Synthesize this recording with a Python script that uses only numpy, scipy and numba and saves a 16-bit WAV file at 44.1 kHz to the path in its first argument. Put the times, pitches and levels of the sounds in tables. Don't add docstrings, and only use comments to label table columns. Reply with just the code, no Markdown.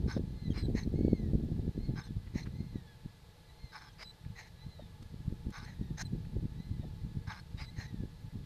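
import sys
import numpy as np
from scipy import signal
from scipy.fft import rfft, irfft
from scipy.io import wavfile
from scipy.ndimage import uniform_filter1d
from numba import njit

SR = 44100
rng = np.random.default_rng(int(sys.argv[2]) if len(sys.argv) > 2 else 0)


def unload_wav(signal):
    wavfile.write(
        sys.argv[1],
        SR,
        np.round(np.clip(np.atleast_2d(signal).T, -1, 1) * 32767).astype(np.int16),
    )


N = 372644
TIME = np.arange(N) / SR
FREQS = np.maximum(np.arange(N // 2 + 1) * SR / N, 1e-3)


# start t/s, crest t/s, end t/s, crest level/dB, tail re crest/dB, upper modes re crest/dB
GRAVELLY_CALLS = [(0.072, 0.112, 0.1865, -44, -15.5, -5.5), (1.952, 1.990, 2.084, -45.5, -18, -8),
                  (3.717, 3.764, 3.805, -45.5, -20, -8.5), (3.797, 3.812, 3.9, -53, -6.5, -7),
                  (5.519, 5.564, 5.665, -46, -10, -8), (7.266, 7.310, 7.406, -42.5, -12, -10.5)]
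# f/Hz, width/Hz, level/dB
GRAVELLY_MODES = [(860, 260, 5.5), (1178, 225, 5), (1566, 246, 9.5), (2150, 620, -1), (4100, 1130, 0),
                  (5200, 490, 2), (6270, 150, -4), (8300, 440, -18), (9500, 1100, -18), (12200, 790, -20)]


def gravelly_chick():
    return rasps(GRAVELLY_CALLS, GRAVELLY_MODES, pulse_hz=248.2, jitter=.32, scatter_db=2, puff_s=.003,
                 low_air=.5, high_air=3.3, low_db=-1, high_db=-1,
                 squeak_db=2, arch=.024, bite=.21, follow=.63)


SHRILL_CALLS = [(0.530, 0.578, 0.63, -51, -11.5, -1.5), (3.980, 4.030, 4.04, -49, -4, -0.13),
                (7.570, 7.612, 7.662, -49.5, -13, -1.7)]
SHRILL_MODES = [(1130, 2340, 3.5), (2250, 430, 10.5), (2730, 660, -2.5), (3880, 490, 0), (4810, 600, 5.5),
                (6150, 300, -29), (8300, 910, -30), (8960, 350, -16), (12500, 3000, -24)]


def shrill_chick():
    return rasps(SHRILL_CALLS, SHRILL_MODES, pulse_hz=468.6, jitter=.33, scatter_db=0, puff_s=.0099,
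                 low_air=1.5, high_air=1.3, low_db=1, high_db=-1.5,
                 squeak_db=-1.5, arch=.062, bite=.1, follow=.82)


# columns as for the gravelly chick; each call adds its own mode, f/Hz
HOARSE_CALLS = [(0.745, 0.783, 0.852, -45, -18.5, -5, 1950), (2.340, 2.386, 2.448, -49.5, -14.5, -4, 2000),
                (4.350, 4.395, 4.49, -49, -13.5, -7, 1940), (5.640, 5.682, 5.75, -54.5, -10, -7.5, 1830),
                (5.968, 6.014, 6.03, -43, -22, -1, 1670), (7.760, 7.808, 7.872, -49, -8.5, -5.5, 1820)]
HOARSE_MODES = [(825, 490, -4), (2400, 1200, -30), (4090, 340, 6), (5400, 1500, -1), (6210, 470, 4),
                (8250, 1500, -16), (12800, 1800, -19)]


def hoarse_chick():
    return rasps(HOARSE_CALLS, HOARSE_MODES, pulse_hz=417.2, jitter=.3, scatter_db=2, puff_s=.0077,
                 low_air=1, high_air=3.2, low_db=0, high_db=0,
                 squeak_db=-.5, arch=.082, bite=.78, follow=.79)


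def rasps(calls, modes, pulse_hz, jitter, scatter_db, puff_s, low_air, high_air, low_db, high_db,
          squeak_db, arch, bite, follow, split_hz=3200, lag_s=.0037):
    out = np.zeros(N)
    lower = [mode for mode in modes if mode[0] < split_hz]
    upper = [mode for mode in modes if mode[0] >= split_hz]
    for start, crest, end, crest_db, tail_db, upper_db, *own_hz in calls:
        span = slice(int(start * SR), int(end * SR))
        t = TIME[span]
        push_db = effort_db(t, start, crest, end, tail_db)
        late_db = effort_db(t - lag_s, start, crest, end, tail_db)
        snaps, air = syrinx(len(t), pulse_hz, jitter, scatter_db, puff_s)
        low_drive = snaps + low_air * air
        low = sum((-1) ** k * undb(db) * resonance(low_drive, hz, width)
                  for k, (hz, width, db) in enumerate(lower))
        for hz in own_hz:
            low += undb(3.5) * resonance(low_drive, hz, width_hz=510)
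        bite_db = bite * (crest_db + upper_db + 46)
        pitch_ratio = 1 + arch * (undb(push_db / 2) - .7)
        high = throat_ring(snaps + high_air * air, upper, pitch_ratio, bite_db, squeak_db)
        rasp = undb(low_db + push_db) * steady(low)
        rasp += undb(upper_db + high_db + follow * late_db) * steady(high)
        out[span] += rasp * undb(crest_db) * gate(t, start, end, edge_s=.0039)
    return out


def effort_db(t, start, crest, end, tail_db, catch_s=.014, fall_s=.041, release_s=.0097):
    rise_db = np.interp(t, [start, start + catch_s, crest], [-19, -9, 0])
    fall_db = np.interp(t, [crest, crest + fall_s], [0, tail_db])
    release_db = np.interp(t, [end - release_s, end], [0, -11])
    return rise_db + fall_db + release_db


def syrinx(size, pulse_hz, jitter, scatter_db, puff_s):
    timing, strength = rng.standard_normal((120, 2)).T
    onsets = (np.cumsum(np.exp(jitter * timing)) * SR / pulse_hz).astype(int)
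    inside = onsets < size
    snaps = np.zeros(size)
    snaps[onsets[inside]] = undb(scatter_db * np.clip(strength[inside], -1.5, 1.5))
    opening = signal.lfilter([1], [1, -np.exp(-1 / (puff_s * SR))], snaps)
    return unit(snaps), unit(opening * rng.standard_normal(size))


def throat_ring(drive, modes, pitch_ratio, bite_db, squeak_db, drift=.303, beak_hz=6500):
    out, size = 0, len(drive)
    for hz, width, db in modes:
        broad = resonance(drive, hz * pitch_ratio, width)
        squeak_hz = hz * pitch_ratio + drift * width * walk(70.2, size)
        squeak = resonance(drive, squeak_hz, width_hz=88) * undb(squeak_db + 4.7 * walk(68, size))
        near_beak = max(1 - .92 * abs(np.log2(hz / beak_hz)), 0)
        out += undb(db + bite_db * near_beak) * (broad + squeak)
    return out


# start t/s, end t/s, first f/Hz, last f/Hz, level/dB, octave re fundamental/dB
PEEP_NOTES = [(0.5, 0.53, 3300, 3140, -59.5, -12), (0.572, 0.619, 4170, 4110, -54, -15.5),
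              (0.616, .668, 4060, 3990, -58, -15), (0.83, 0.843, 4240, 4240, -52, -21),
              (2.031, 2.066, 4220, 4100, -64.5, -12), (2.423, 2.444, 4220, 4120, -57, -27),
              (4.034, 4.055, 5120, 4870, -58, -27), (4.042, 4.118, 4010, 4000, -56, -19),
              (5.641, 5.658, 4200, 4330, -59, -9), (6.048, 6.075, 4170, 4030, -54, -12),
              (7.391, 7.41, 4340, 4300, -60, -14), (7.571, 7.6, 3830, 3840, -61, -24),
              (7.62, 7.645, 5130, 4820, -59, -28), (7.637, 7.707, 4020, 3940, -61.5, -19)]


def peeps(flutter_db=2.5):
    out = np.zeros(N)
    for start, end, first_hz, last_hz, db, octave_db in PEEP_NOTES:
        span = slice(int(start * SR), int(end * SR))
        t = TIME[span]
        glide_hz = np.linspace(first_hz, last_hz, len(t))
        note = tone(glide_hz, octave_db, third_db=octave_db - 10, waver=.007)
        out[span] += note * undb(db + flutter_db * walk(307, len(t))) * gate(t, start, end, edge_s=.0075)
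    return out


# start t/s, crest t/s, end t/s, crest f/Hz, level/dB, octave re fundamental at crest/dB
WHISTLE_NOTES = [(0.262, 0.376, 0.72, 2094, -75.5, 6), (0.898, 1.06, 1.36, 2235, -68, -1.5),
                 (1.67, 1.857, 2.16, 2140, -74.5, 7), (2.471, 2.639, 3, 2126, -70, 1),
                 (3.439, 3.609, 4, 2114, -73, 5), (4.52, 4.688, 4.94, 2050, -77.5, 9),
                 (5.722, 5.83, 5.97, 1880, -72, 0), (6.463, 6.685, 6.97, 2065, -75, 4),
                 (7.6, 7.77, 8.1, 2123, -71, -0.5)]


def whistles(bend_hz_per_s2=13000, depth_hz=560, gain_db=-2, growth_db_per_s=4, flutter_db=3.2):
    out = np.zeros(N)
    for start, crest, end, crest_hz, db, octave_db in WHISTLE_NOTES:
        span = slice(int(start * SR), int(end * SR))
        t = TIME[span]
        sag_hz = depth_hz * (1 - np.exp(-bend_hz_per_s2 / depth_hz * (t - crest) ** 2))
        note = tone(crest_hz - sag_hz, octave_db - sag_hz / 80, third_db=-14, waver=.009)
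        push_db = growth_db_per_s * (t - crest) + flutter_db * walk(40, len(t))
        out[span] += note * undb(db + gain_db + push_db) * gate(t, start, end, edge_s=.1)
    return out


def tone(hz, octave_db, third_db, waver):
    phase = 2 * np.pi * np.cumsum(hz * (1 + waver * walk(500, len(hz)))) / SR
    overtones = undb(octave_db) * np.sin(2 * phase) + undb(third_db) * np.sin(3 * phase)
    return np.sqrt(2) * (np.sin(phase) + overtones)


# f/Hz, width/Hz, level/dB
BOX_MODES = [(469.7, 47, 0), (862, 60, -1), (1173, 53, -17.5), (1696, 56, -5), (2005, 36, -7),
             (2360, 220, -21)]


def box_ring(x):
    return sum(undb(db) * resonance(x, hz, width) for hz, width, db in BOX_MODES)


# t/s, level/dB, f/Hz
STEPS = [(0.063, -21, 178), (0.082, -29, 183), (0.167, -20, 198), (0.196, -23.5, 210), (0.482, -25, 150),
         (0.505, -21.5, 184), (0.578, -30, 179), (0.639, -23.5, 170), (0.685, -22.5, 217),
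         (0.701, -21, 199), (0.752, -18, 207), (0.876, -20, 206), (0.941, -20.5, 220), (0.991, -21.5, 238),
         (1.011, -17, 208), (1.05, -12.5, 203), (1.082, -16, 258), (1.132, -10.5, 217), (1.238, -25.5, 150),
         (1.335, -20.5, 222), (1.354, -20, 182), (1.436, -27, 210), (1.517, -28.5, 217),
         (1.594, -29.5, 240), (1.68, -22, 195), (1.779, -25.5, 219), (1.893, -23, 204), (1.939, -25, 156),
         (1.99, -29.5, 144), (2.109, -28.5, 150), (2.168, -24.5, 114), (2.358, -25.5, 205),
         (2.474, -28.5, 172), (2.607, -29, 158), (2.758, -25.5, 173), (3.06, -34.5, 140),
         (3.644, -35.5, 90), (4.265, -33.5, 101), (4.304, -33.5, 112), (4.667, -32.5, 114),
         (4.825, -32, 130), (5.025, -37.5, 147), (5.143, -36.5, 181), (5.206, -36.5, 132),
         (5.282, -26, 119), (5.325, -29.5, 190), (5.469, -25.5, 149), (5.495, -32, 187), (5.63, -37, 162),
         (5.814, -26.5, 171), (5.91, -29.5, 168), (6.035, -34.5, 138), (6.134, -24, 135), (6.151, -31, 198),
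         (6.368, -23, 173), (6.435, -28, 153), (6.455, -25, 140), (6.603, -32, 137), (6.716, -25.5, 110),
         (6.798, -27.5, 124), (6.853, -32.5, 176), (7.049, -28, 122), (7.172, -25.5, 134),
         (7.284, -29, 100), (7.547, -32, 122), (7.621, -31.5, 109), (7.788, -28.5, 127),
         (7.945, -29.5, 173), (8.006, -28, 108), (8.037, -30.5, 206), (8.252, -37, 89), (8.358, -32, 148)]


def bumps(lean_rad=1.85, softness=3.29, half_s=.04):
    out = np.zeros(N)
    for at, db, hz in STEPS:
        span = slice(max(int((at - half_s) * SR), 0), int((at + half_s) * SR))
        scaled_time = 2 * np.pi * hz * (TIME[span] - at) / (softness - .5)
        push = np.real(np.exp(1j * lean_rad) / (1 - 1j * scaled_time) ** softness)
        out[span] += undb(db) * push * np.hanning(len(push))
    return out


# t/s, level/dB
RESTLESSNESS = [(0.0, -36), (0.28, -40.5), (1.2, -36), (1.88, -41.5), (2.19, -50), (2.61, -40),
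                (2.77, -53.5), (3.27, -58.5), (4.59, -54.5), (5.36, -49), (5.58, -49), (6.24, -44),
                (7.11, -46), (7.29, -51.5), (7.53, -50), (7.86, -46.5), (8.05, -54), (8.45, -43.5)]
STILL_MOMENTS = [0.12, 0.395, 0.81, 1.17, 1.732, 2.04, 4.73, 5.545, 5.98, 6.64, 8.305]
# f/Hz, level/dB
RUMBLE_SPECTRUM = [(12, -55.5), (25, 7.5), (55, 8.5), (100, 8), (170, 6), (240, -14.5), (330, -29),
                   (600, -73)]
SCRAPE_SPECTRUM = [(120, -8.5), (220, 7.5), (320, 0), (420, -3.5), (550, -16.5), (750, -21), (1200, -57)]


def shuffle(slips_per_s=380, scatter_db=2.5, give_s=.02, settle_s=.024, pause_s=.017, pause_db=-11.5):
    level_db = np.interp(TIME, *np.transpose(RESTLESSNESS)) + 1.5
    rumble_power = undb(level_db) ** 2
    scrape_power = rumble_power * undb(level_db + 26) ** 2
    for at, db, hz in STEPS:
        span = slice(max(int((at - .1) * SR), 0), int((at + .2) * SR))
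        t = TIME[span] - at
        stir = undb(min(db - 10, -33)) * np.exp(np.minimum(t / give_s, -t / settle_s))
        scrape_db = -12 + 14.5 * np.log2(hz / 170)
        rumble_power[span] += stir ** 2
        scrape_power[span] += (stir * undb(scrape_db)) ** 2
    sizes = undb(scatter_db * np.minimum(rng.exponential(size=N), 3)) * rng.choice([-1, 1], N)
    slips = sizes * (rng.random(N) < slips_per_s / SR)
    rumble = undb(-1.5) * np.sqrt(rumble_power) * colour(slips, RUMBLE_SPECTRUM)
    scrape = np.sqrt(scrape_power) * colour(slips, SCRAPE_SPECTRUM)
    stillness = sum(np.exp(-((TIME - at) / pause_s) ** 2) for at in STILL_MOMENTS)
    return undb(pause_db * stillness) * (rumble + scrape)


# centre t/s, length/s, f/Hz, width/Hz, level/dB
STRAW_AND_CLAWS = [(0.173, .022, 473, 129, -36.5), (2.275, 0.035, 1770, 1500, -63.5),
                   (2.467, 0.032, 1500, 1270, -55), (3.935, 0.023, 6050, 700, -69.5),
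                   (4.251, 0.0064, 1900, 1200, -58.5), (4.8, 0.034, 590, 200, -51.5),
                   (5.028, 0.013, 2200, 5970, -58.5), (5.506, 0.011, 3000, 12000, -59),
                   (6.252, .014, 1760, 800, -60.5), (6.843, 0.04, 600, 170, -54.5)]


def scratches():
    out = np.zeros(N)
    for at, length, hz, width, db in STRAW_AND_CLAWS:
        span = slice(int((at - length / 2) * SR), int((at + length / 2) * SR))
        size = span.stop - span.start
        out[span] += undb(db) * np.hanning(size) * unit(resonance(rng.standard_normal(size), hz, width))
    return out


# f/Hz, level/dB
HISS_SPECTRUM = [(30, 18.5), (150, -5), (300, 8.5), (700, 4.5), (1100, 1.5), (2000, -2), (2900, -2),
                 (4100, 2.5), (5100, -4), (5900, -8), (8000, -10.5), (14000, -13)]


def background(hiss_db=-64, air_db=-70):
    hiss = colour(rng.standard_normal(N), HISS_SPECTRUM)
    air = unit(box_ring(rng.standard_normal(N)))
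    return undb(hiss_db) * hiss + undb(air_db) * air


def undb(db):
    return 10 ** (np.asarray(db) / 20)


def unit(x):
    return x / np.sqrt(np.mean(x ** 2) + 1e-18)


def steady(x):
    power = np.abs(uniform_filter1d(x ** 2, size=SR // 40))
    return x / np.sqrt(power + 1e-3 * np.mean(x ** 2))


def colour(x, points):
    hz, db = np.transpose(points)
    gain = undb(np.interp(np.log(FREQS), np.log(hz), db))
    return unit(irfft(rfft(x) * gain, N))


def walk(rate_hz, size):
    hold = max(int(SR / rate_hz), 1)
    stairs = np.repeat(rng.standard_normal(size // hold + 1), hold)
    return 1.54 * uniform_filter1d(stairs, hold)[:size]


def gate(t, start, end, edge_s):
    return np.sin(np.pi / 2 * np.clip(np.minimum(t - start, end - t) / edge_s, 0, 1)) ** 2


def resonance(x, hz, width_hz):
    centre_hz = hz * np.ones(len(x))
    return band(band(x, centre_hz, float(width_hz)), centre_hz, float(width_hz))


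@njit
def band(x, hz, width_hz):
    out, band_state, low_state = np.empty(len(x)), 0., 0.
    for i in range(len(x)):
        g = np.tan(np.pi * min(hz[i], .45 * SR) / SR)
        damping = width_hz / hz[i]
        passed = (band_state + g * (x[i] - low_state)) / (1 + g * (g + damping))
        band_state = 2 * passed - band_state
        low_state += 2 * g * passed
        out[i] = damping * passed
    return out


def scene():
    voices = gravelly_chick() + shrill_chick() + hoarse_chick() + peeps() + whistles()
    ring = undb(-6) * box_ring(voices)
    return (voices + ring + bumps() + shuffle() + scratches() + background())[None]


def record(dry):
    cutoff_hz = 14180
    return signal.sosfilt(signal.ellip(10, .2, 70, cutoff_hz, fs=SR, output="sos"), dry)


dry = scene()
out = record(dry)
unload_wav(out)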